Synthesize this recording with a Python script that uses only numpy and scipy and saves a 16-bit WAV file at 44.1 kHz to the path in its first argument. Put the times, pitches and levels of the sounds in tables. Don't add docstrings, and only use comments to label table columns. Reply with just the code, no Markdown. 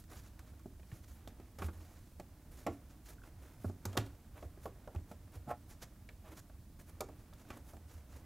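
import sys
import numpy as np
from scipy import signal
from scipy.fft import rfft, irfft
from scipy.io import wavfile
from scipy.ndimage import uniform_filter1d

SR = 44100
rng = np.random.default_rng(int(sys.argv[2]) if len(sys.argv) > 2 else 0)


def pcm_store(signal):
    levels = np.round(np.clip(np.atleast_2d(signal), -1, 1) * 32767)
    wavfile.write(sys.argv[1], SR, levels.astype(np.int16).T)


N = 363825


def amp(db):
    return 10 ** (np.asarray(db) / 20)


def evened(x):
    return x / np.sqrt(np.mean(x ** 2) + 1e-20)


def add(mix, start_s, sound):
    part = mix[round(start_s * SR):][:len(sound)]
    part += sound[:len(part)]


def coloured(x, points):
    curve_hz, curve_db = np.transpose(points)
    hz = np.fft.rfftfreq(len(x), 1 / SR)
    gain_db = np.interp(np.log(hz + 1), np.log(curve_hz + 1), curve_db)
    return evened(irfft(rfft(x) * amp(gain_db), len(x)))


def wander(per_s):
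    size = max(int(SR / per_s), 2)
    smoothed = uniform_filter1d(rng.standard_normal(N), size)
    return evened(uniform_filter1d(smoothed, size))


def resonate(x, hz, width_hz):
    pole = np.exp((2j * np.pi * hz - np.pi * width_hz) / SR)
    return 2 * signal.lfilter([1 - abs(pole)], [1, -pole], x).real


def knocks(spread=0.5, first_blow=14, rise_ms=0.68, soft_ms=0.95,
           chatter_db=-17, chatter_s=0.026, crack_tail_db=-16, crack_tail_s=0.014):
    # start_s, ring_db, spot_pitch_hz, thud_db, pop_db, pop_pitch_hz, crack_db, contact_decay_ms
    contacts = [ (.039, -74, 1450, -62, -59, 1450, -56.5, 4.7),
                (.392, -61, 1400, -65, -50.5, 1360, -47.5, 2.7),
                (.594, -67, 1400, -77, -64, 1390, -63, 6.3), (0.658, -46, 516, -39, -74, 1870, -53, 0.97),
                (0.796, -57, 644, -58, -59, 1980, -64, 3.5), (0.83, -64, 740, -65.5, -60, 2060, -69, 4.1),
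                (0.916, -61, 886, -57, -54, 1700, -67, 5.2),
                (1.275, -43, 613, -43.5, -41.5, 3630, -42, 1.45),
                (1.399, -46.5, 505, -43.5, -55.5, 2150, -58, 2.8),
                (1.586, -46, 533, -48.5, -50, 1360, -51.5, 15),
                (1.619, -40, 1310, -38.5, -48, 2360, -54, 10.5),
                (1.642, -60, 600, -46, -56, 3000, -56, 7.3),
                (1.685, -46.5, 1100, -42.5, -54.5, 1900, -63, 6.2),
                (2.198, -41.5, 570, -42.5, -50.5, 1940, -49.5, 5),
                (2.665, -31, 626, -33.5, -42.5, 2050, -45, 11.5),
                (3.236, -66, 1470, -70, -60, 2500, -70, 3.5), (3.645, -35.5, 765, -31, -69, 1380, -64, 3.9),
                (3.697, -44, 644, -39.5, -73, 1410, -60, 2.5),
                (3.853, -40.5, 1080, -38, -47.5, 2140, -34, 6.7),
                (3.929, -51, 900, -52, -55.5, 3050, -52.5, 7),
                (3.954, -42.5, 640, -52, -64, 1400, -63, 5.1),
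                (3.9695, -32.5, 905, -44, -31, 2960, -34, 1.8),
                (3.9736, -27, 725, -25, -23, 3220, -24, 2.6), (4.062, -63, 824, -68, -60, 3940, -56, 5.1),
                (4.426, -43, 613, -45.5, -47, 1420, -64, 1.7),
                (4.575, -52.5, 576, -48, -66, 2000, -70, 3.5),
                (4.656, -34.5, 610, -40.5, -46, 1340, -53, 2.9),
                (4.875, -42, 634, -49, -53.5, 1500, -56, 2.4),
                (4.948, -46.5, 780, -41, -66, 2240, -57, 7.7), (4.96, -49, 700, -50, -52.5, 2640, -54, 2.5),
                (5.114, -43.5, 610, -44, -51.5, 1360, -54.5, 5.3),
                (5.476, -48.5, 650, -43, -67, 1380, -65, 4.3),
                (6.089, -59, 700, -67, -48, 2110, -56.5, 5.1), (6.498, -54, 794, -54, -56, 1460, -70, 1.9),
                (7.006, -33, 740, -38.5, -44, 2350, -33, 5.2), (7.087, -49, 549, -51, -61, 1760, -59, 3.8),
                (7.326, -58.5, 866, -75, -56, 1560, -64, 2.1), (7.335, -74, 700, -68, -53, 3280, -51, 2),
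                (7.503, -44, 1050, -41.5, -48, 2440, -52.5, 9.4),
                (7.734, -50, 633, -51.5, -77, 1590, -60, 5.1),
                (7.767, -55.5, 710, -56, -57.5, 2010, -59, 4)]
    # pitch_hz, level_db, t60_s before damping
    panel_modes = [(237.6, -7, 0.059), (289, -6, 0.1), (344.6, -8.5, 0.096), (378.4, -10.5, 0.13),
                   (455, -4.5, 0.069), (536.4, 2.5, 0.032), (601, 1.5, 0.043), (665, -7, 0.066),
                   (767, -5.5, 0.063), (822.6, -10.5, 0.051), (959, -1.5, 0.034), (1110, 0.5, 0.035),
                   (1219, -12, 0.067), (1377, -10.5, 0.077), (1430, -22.5, 0.12), (1740, -15, 0.049)]
    # thud_over_ring_db, t60_factor
    touch_damping = [(-26, 1), (-1, 0.96), (-3, 0.38), (0.5, 0.43)]
    # pitch_hz, relative level_db per Hz
    pop_curve = [(900, -19), (1600, 16), (3200, 10.5), (4500, 4), (9000, -53)]
    # pitch_hz, relative level_db per Hz
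    snap_curve = [(2060, -40), (3500, -12), (5060, -6), (7260, -5), (10200, -13), (12200, -7.5),
                  (15100, -13), (16400, -34)]

    out, t = np.zeros(N), np.arange(SR // 3) / SR
    mode_hz, mode_db, mode_t60 = np.transpose(panel_modes)[:, :, None]
    low = mode_hz[:, 0] < 450
    rise = 1 - np.exp(-t * 1000 / rise_ms)
    cushion = (1 - np.exp(-t * 1000 / soft_ms)) ** 2
    for start_s, ring_db, spot_hz, thud_db, pop_db, pop_hz, crack_db, contact_ms in contacts:
        noise = rng.standard_normal((4, len(t)))
        touch = rise * np.exp(-t * 1000 / contact_ms)
        chatter = rise * amp(chatter_db) * np.exp(-t / chatter_s)

        damping = np.interp(thud_db - ring_db, *np.transpose(touch_damping))
        decay = amp(mode_db - 60 * t / (mode_t60 * damping))
        modes = cushion * decay * np.sin(2 * np.pi * mode_hz * t)
        nearness = 0.071 + np.exp(-.5 * (np.log(mode_hz / spot_hz) / spread) ** 2)
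        thud = modes[low].sum(0)
        ring = (nearness * modes)[~low].sum(0)

        force = noise[0] * (touch + chatter)
        force[0] = first_blow
        for level_db, shape in (thud_db, thud), (ring_db, ring):
            body = signal.fftconvolve(shape, force)[:len(t)]
            loudest = np.sqrt(np.max(uniform_filter1d(body ** 2, 300)))
            add(out, start_s, amp(level_db) * body / loudest)

        pitched = resonate(noise[1], pop_hz, 0.22 * pop_hz)
        pitched = evened(resonate(pitched, pop_hz, 0.93 * pop_hz))
        slap = coloured(noise[3], pop_curve) * (.5 * touch + 0.54 * chatter)
        crack_shape = touch ** 2.0 + rise * amp(crack_tail_db) * np.exp(-t / crack_tail_s)
        crack = coloured(noise[2], snap_curve) * crack_shape
        add(out, start_s, amp(pop_db) * (pitched * touch + slap) + amp(crack_db) * crack)
    return out


def rubs():
    # peak_s, rise_ms, fall_ms, rubber drag_db, cloth_db
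    brushes = [(.015, 42, 12, -71, -65), (.125, 30, 44, -56.5, -60.5), (.18, 46, 39, -78, -60),
               (.27, 50, 29, -68, -65.5), (.475, 14, 37, -69, -68.5), (.96, 88, 43, -64.5, -65.5),
               (1.04, 9.6, 12, -79, -65), (1.09, 17, 84, -84, -64), (1.652, 50, 30, -57, -56.5),
               (1.82, 120, 280, -64.5, -68), (2.525, 12, 24, -61, -62.5), (2.6, 62, 46, -65, -62.5),
               (2.74, 85, 26, -63, -69), (2.905, 16, 28, -76, -68.5), (3.06, 12, 35, -82, -59.5),
               (3.095, 17, 34, -62, -57.5), (3.135, 26, 9, -65, -65), (3.27, 38, 27, -62, -67),
               (3.44, 45, 110, -62.5, -68), (3.65, 50, 68, -72, -65), (3.9, 72, 230, -60, -68),
               (4.375, 18, 17, -53, -68), (4.43, 63, 40, -69, -68), (4.64, 24, 44, -73, -62.5),
               (5.1, 17, 39, -67, -67), (5.355, 31, 31, -58.5, -64.5), (5.511, 23, 12, -50.5, -58),
               (5.71, 20, 32, -83, -59), (5.831, 15, 18, -78, -53), (6.27, 30, 47, -56, -68),
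               (6.32, 9.3, 24, -55, -63.5), (6.402, 37, 1.6, -61, -55.5), (6.799, 7.4, 21, -61.5, -59.5),
               (6.891, 18, 15, -60.5, -60), (7.2, 22, 26, -70, -71), (7.405, 26, 26, -65, -66),
               (7.53, 60, 69, -57, -64.5), (7.7, 50, 53, -67, -64.5), (7.915, 30, 70, -68, -63),
               (8.15, 58, 61, -63.5, -66)]
    # time_s, drag_db
    creep = [(0, -73.5), (.4, -66), (.94, -72.5), (1.2, -65.5), (1.6, -67.5), (1.95, -73), (2.25, -68),
             (2.66, -68.5), (2.85, -67), (3.5, -66.5), (3.75, -68), (4.2, -68), (4.7, -65.5), (5.7, -68),
             (6.8, -71), (7, -65.5), (7.7, -68), (8.25, -66)]
    # pitch_hz, relative level_db per Hz
    drag_curve = [(180, -22.5), (290, 8.5), (349, 2), (516, -1), (594, 1), (988, -4.5), (1410, -7),
                  (1870, -9.5), (4000, -20.5), (5200, -44), (8800, -120)]
    # pitch_hz, relative level_db per Hz
    rasp_curve = [(600, 5), (1500, 4), (2800, -2), (5000, -1), (7000, 1.5), (9500, -14), (14000, -51)]
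    # pitch_hz, relative level_db per Hz
    fizz_curve = [(5000, -27), (8000, 3), (10500, 7.5), (14000, 5.5), (16500, -2)]
    fizz_db, balance_drift_db, creep_wander_db = -3, 2.5, 0.44

    t = np.arange(N) / SR
    power = np.zeros((3, N))
    creep_db = np.interp(t, *np.transpose(creep))
    power[0] = amp(creep_db + creep_wander_db * wander(2.1)) ** 2
    for peak_s, rise_ms, fall_ms, drag_db, cloth_db in brushes:
        near = slice(max(round((peak_s - .4) * SR), 0), round((peak_s + .4) * SR))
        late_ms = (t[near] - peak_s) * 1000
        stroke = np.exp(-(late_ms / np.where(late_ms < 0, rise_ms, fall_ms)) ** 2 * 2)
        levels = amp([drag_db, cloth_db, cloth_db + fizz_db])[:, None]
        power[:, near] += levels ** 2 * stroke
    power[1:] *= amp(balance_drift_db * wander(32) * [[1], [-1]])

    catch = wander(150)
    roughness_db = [1.43 * catch, 2.0 * catch + wander(270), 2.14 * catch + wander(400)]
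    grains = rng.standard_normal((3, N)) * amp(roughness_db)
    curves = drag_curve, rasp_curve, fizz_curve
    rubbed = sum(np.sqrt(p) * coloured(g, c) for p, g, c in zip(power, grains, curves))
    return rubbed + amp(-14.5) * np.sqrt(power[0]) * flecks()


def flecks(per_s=90, count=12):
    out = np.zeros(N)
    for hz in np.geomspace(600, 2600, count):
        t = np.arange(round(9 * SR / hz)) / SR
        squeak = np.hanning(len(t)) * np.sin(2 * np.pi * hz * t)
        strength = amp(2.8 * np.minimum(rng.exponential(1, N), 4))
        starts = rng.random(N) < per_s / count / SR
        out += signal.oaconvolve(strength * starts, squeak)[:N]
    return evened(out)


def chirps():
    # start_s, peak_db, pitch_hz
    squeaks = [(0.9153, -54, 1730), (3.1827, -56.5, 1470), (3.1914, -63, 1580), (3.2181, -53, 1500),
               (3.237, -51.5, 1470), (7.451, -58, 1460)]
    cycles = 10.4
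    out = np.zeros(N)
    for start_s, peak_db, hz in squeaks:
        t = np.arange(round(cycles * SR / hz)) / SR
        swell = np.sin(np.pi * (t / t[-1]) ** 0.54) ** 2
        add(out, start_s, amp(peak_db) * swell * np.sin(2 * np.pi * hz * t))
    return out


def judder(peak_s=5.513, peak_db=-32, slips_per_s=120, rise_db_per_s=659, fall_db_per_s=580):
    # pitch_hz, width_hz (at least 60 is used first, then 3 x width), level_db
    seal_modes = [(587, 92, 3.5), (702, 103, 12), (800, 70, 7), (980, 80, 0), (1030, 68, -12),
                  (1340, 26, 4), (1720, 160, -11), (2300, 110, -15.5)]
    late_s = np.arange(-.05, .07, 1 / SR)
    slips = np.diff(np.floor(slips_per_s * (late_s - late_s[0])), prepend=0)
    slips = slips + 0.031 * rng.standard_normal(len(late_s))
    ring = np.zeros(len(late_s))
    for hz, width_hz, level_db in seal_modes:
        narrow = resonate(slips, hz, max(width_hz, 60))
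        ring += amp(level_db) * resonate(narrow, hz, 3 * width_hz)
    swell_db = np.where(late_s < 0, rise_db_per_s * late_s, -fall_db_per_s * late_s)
    out = np.zeros(N)
    add(out, peak_s + late_s[0], evened(ring) * amp(peak_db + swell_db))
    return out


def booms(rise_s=0.0039):
    # start_s, peak_db, pitch_hz, t60_s (at least 0.05 is used)
    pushes = [(0.151, -47, 74.5, 0.13), (0.925, -35, 109, 0.042), (1.271, -43, 87, 0.13),
              (1.589, -38.5, 84.3, 0.85), (1.641, -33, 75.7, 0.3), (2.684, -41, 91.5, 0.29),
              (3.359, -50, 86.6, 0.29), (3.655, -29.5, 94, 0.22), (3.857, -34, 95.6, 0.44),
              (3.979, -30.5, 107.3, 0.26), (4.331, -45, 85.4, 0.37), (4.453, -37, 78.1, .12),
              (4.631, -44, 73, .29), (4.961, -29, 82.5, .12), (5.134, -45.5, 84.6, .16),
              (5.359, -40.5, 90.7, .25), (5.468, -42, 134, 0.16), (6.806, -43.5, 71.6, .13),
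              (6.929, -43.5, 82, 0.21), (7.818, -47, 71.5, 0.43), (7.944, -42, 78.8, 0.32),
              (8.13, -45.5, 68.6, 0.34)]
    out, t = np.zeros(N), np.arange(SR // 2) / SR
    for start_s, peak_db, hz, t60_s in pushes:
        swell = (1 - np.exp(-t / rise_s)) ** 2 * amp(-60 * t / np.clip(t60_s, .05, 1))
        tone = np.sin(2 * np.pi * (hz * t + rng.random()))
        add(out, start_s, amp(peak_db) * swell / swell.max() * tone)
    return out


def room(x, t60_s=0.29, wet_db=-14, echoes_per_s=2000):
    t = np.arange(SR // 2) / SR
    present = (rng.random(len(t)) < echoes_per_s / SR) * (t > .006)
    echoes = rng.choice([-1., 1.], len(t)) * present
    echoes = coloured(echoes, [(100, 7.5), (1000, -16.0), (8000, -14.5), (16000, -36)])
    echoes = echoes * amp(-60 * t / t60_s)
    return x + amp(wet_db) * signal.fftconvolve(x, echoes / np.linalg.norm(echoes))[:N]


def rumble(level_db=-53.5):
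    # pitch_hz, relative level_db per Hz
    rumble_curve = [(12, -39), (20, -3.5), (58, 5), (81, 5), (132, -5.5), (286, -11.5), (466, -37.5),
                    (793, -44), (1030, -54), (4000, -48), (5200, -49), (8800, -120)]
    return amp(level_db + 0.5 * wander(10)) * coloured(rng.standard_normal(N), rumble_curve)


def hiss(level_db=-68, shared=0.59):
    # pitch_hz, relative level_db per Hz
    hiss_curve = [(300, 5.5), (2000, -2.5), (5000, 0.5), (14500, 0.5), (16000, 0.5)]
    common, left, right = (coloured(noise, hiss_curve) for noise in rng.standard_normal((3, N)))
    return amp(level_db) * (np.sqrt(shared) * common + np.sqrt(1 - shared) * np.array([left, right]))


def scene():
    left_db, right_db = -3.4, -1.7
    echoing = room(knocks() + chirps() + rubs())
    heard = echoing + judder() + booms() + rumble()
    return (heard + hiss()) * amp([[left_db], [right_db]])


def record(dry, edge_hz=15850):
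    lowpass = signal.firwin(511, edge_hz, window=("kaiser", 9), fs=SR)
    return signal.oaconvolve(dry, lowpass[None], "same")


dry = scene()
out = record(dry)
pcm_store(out)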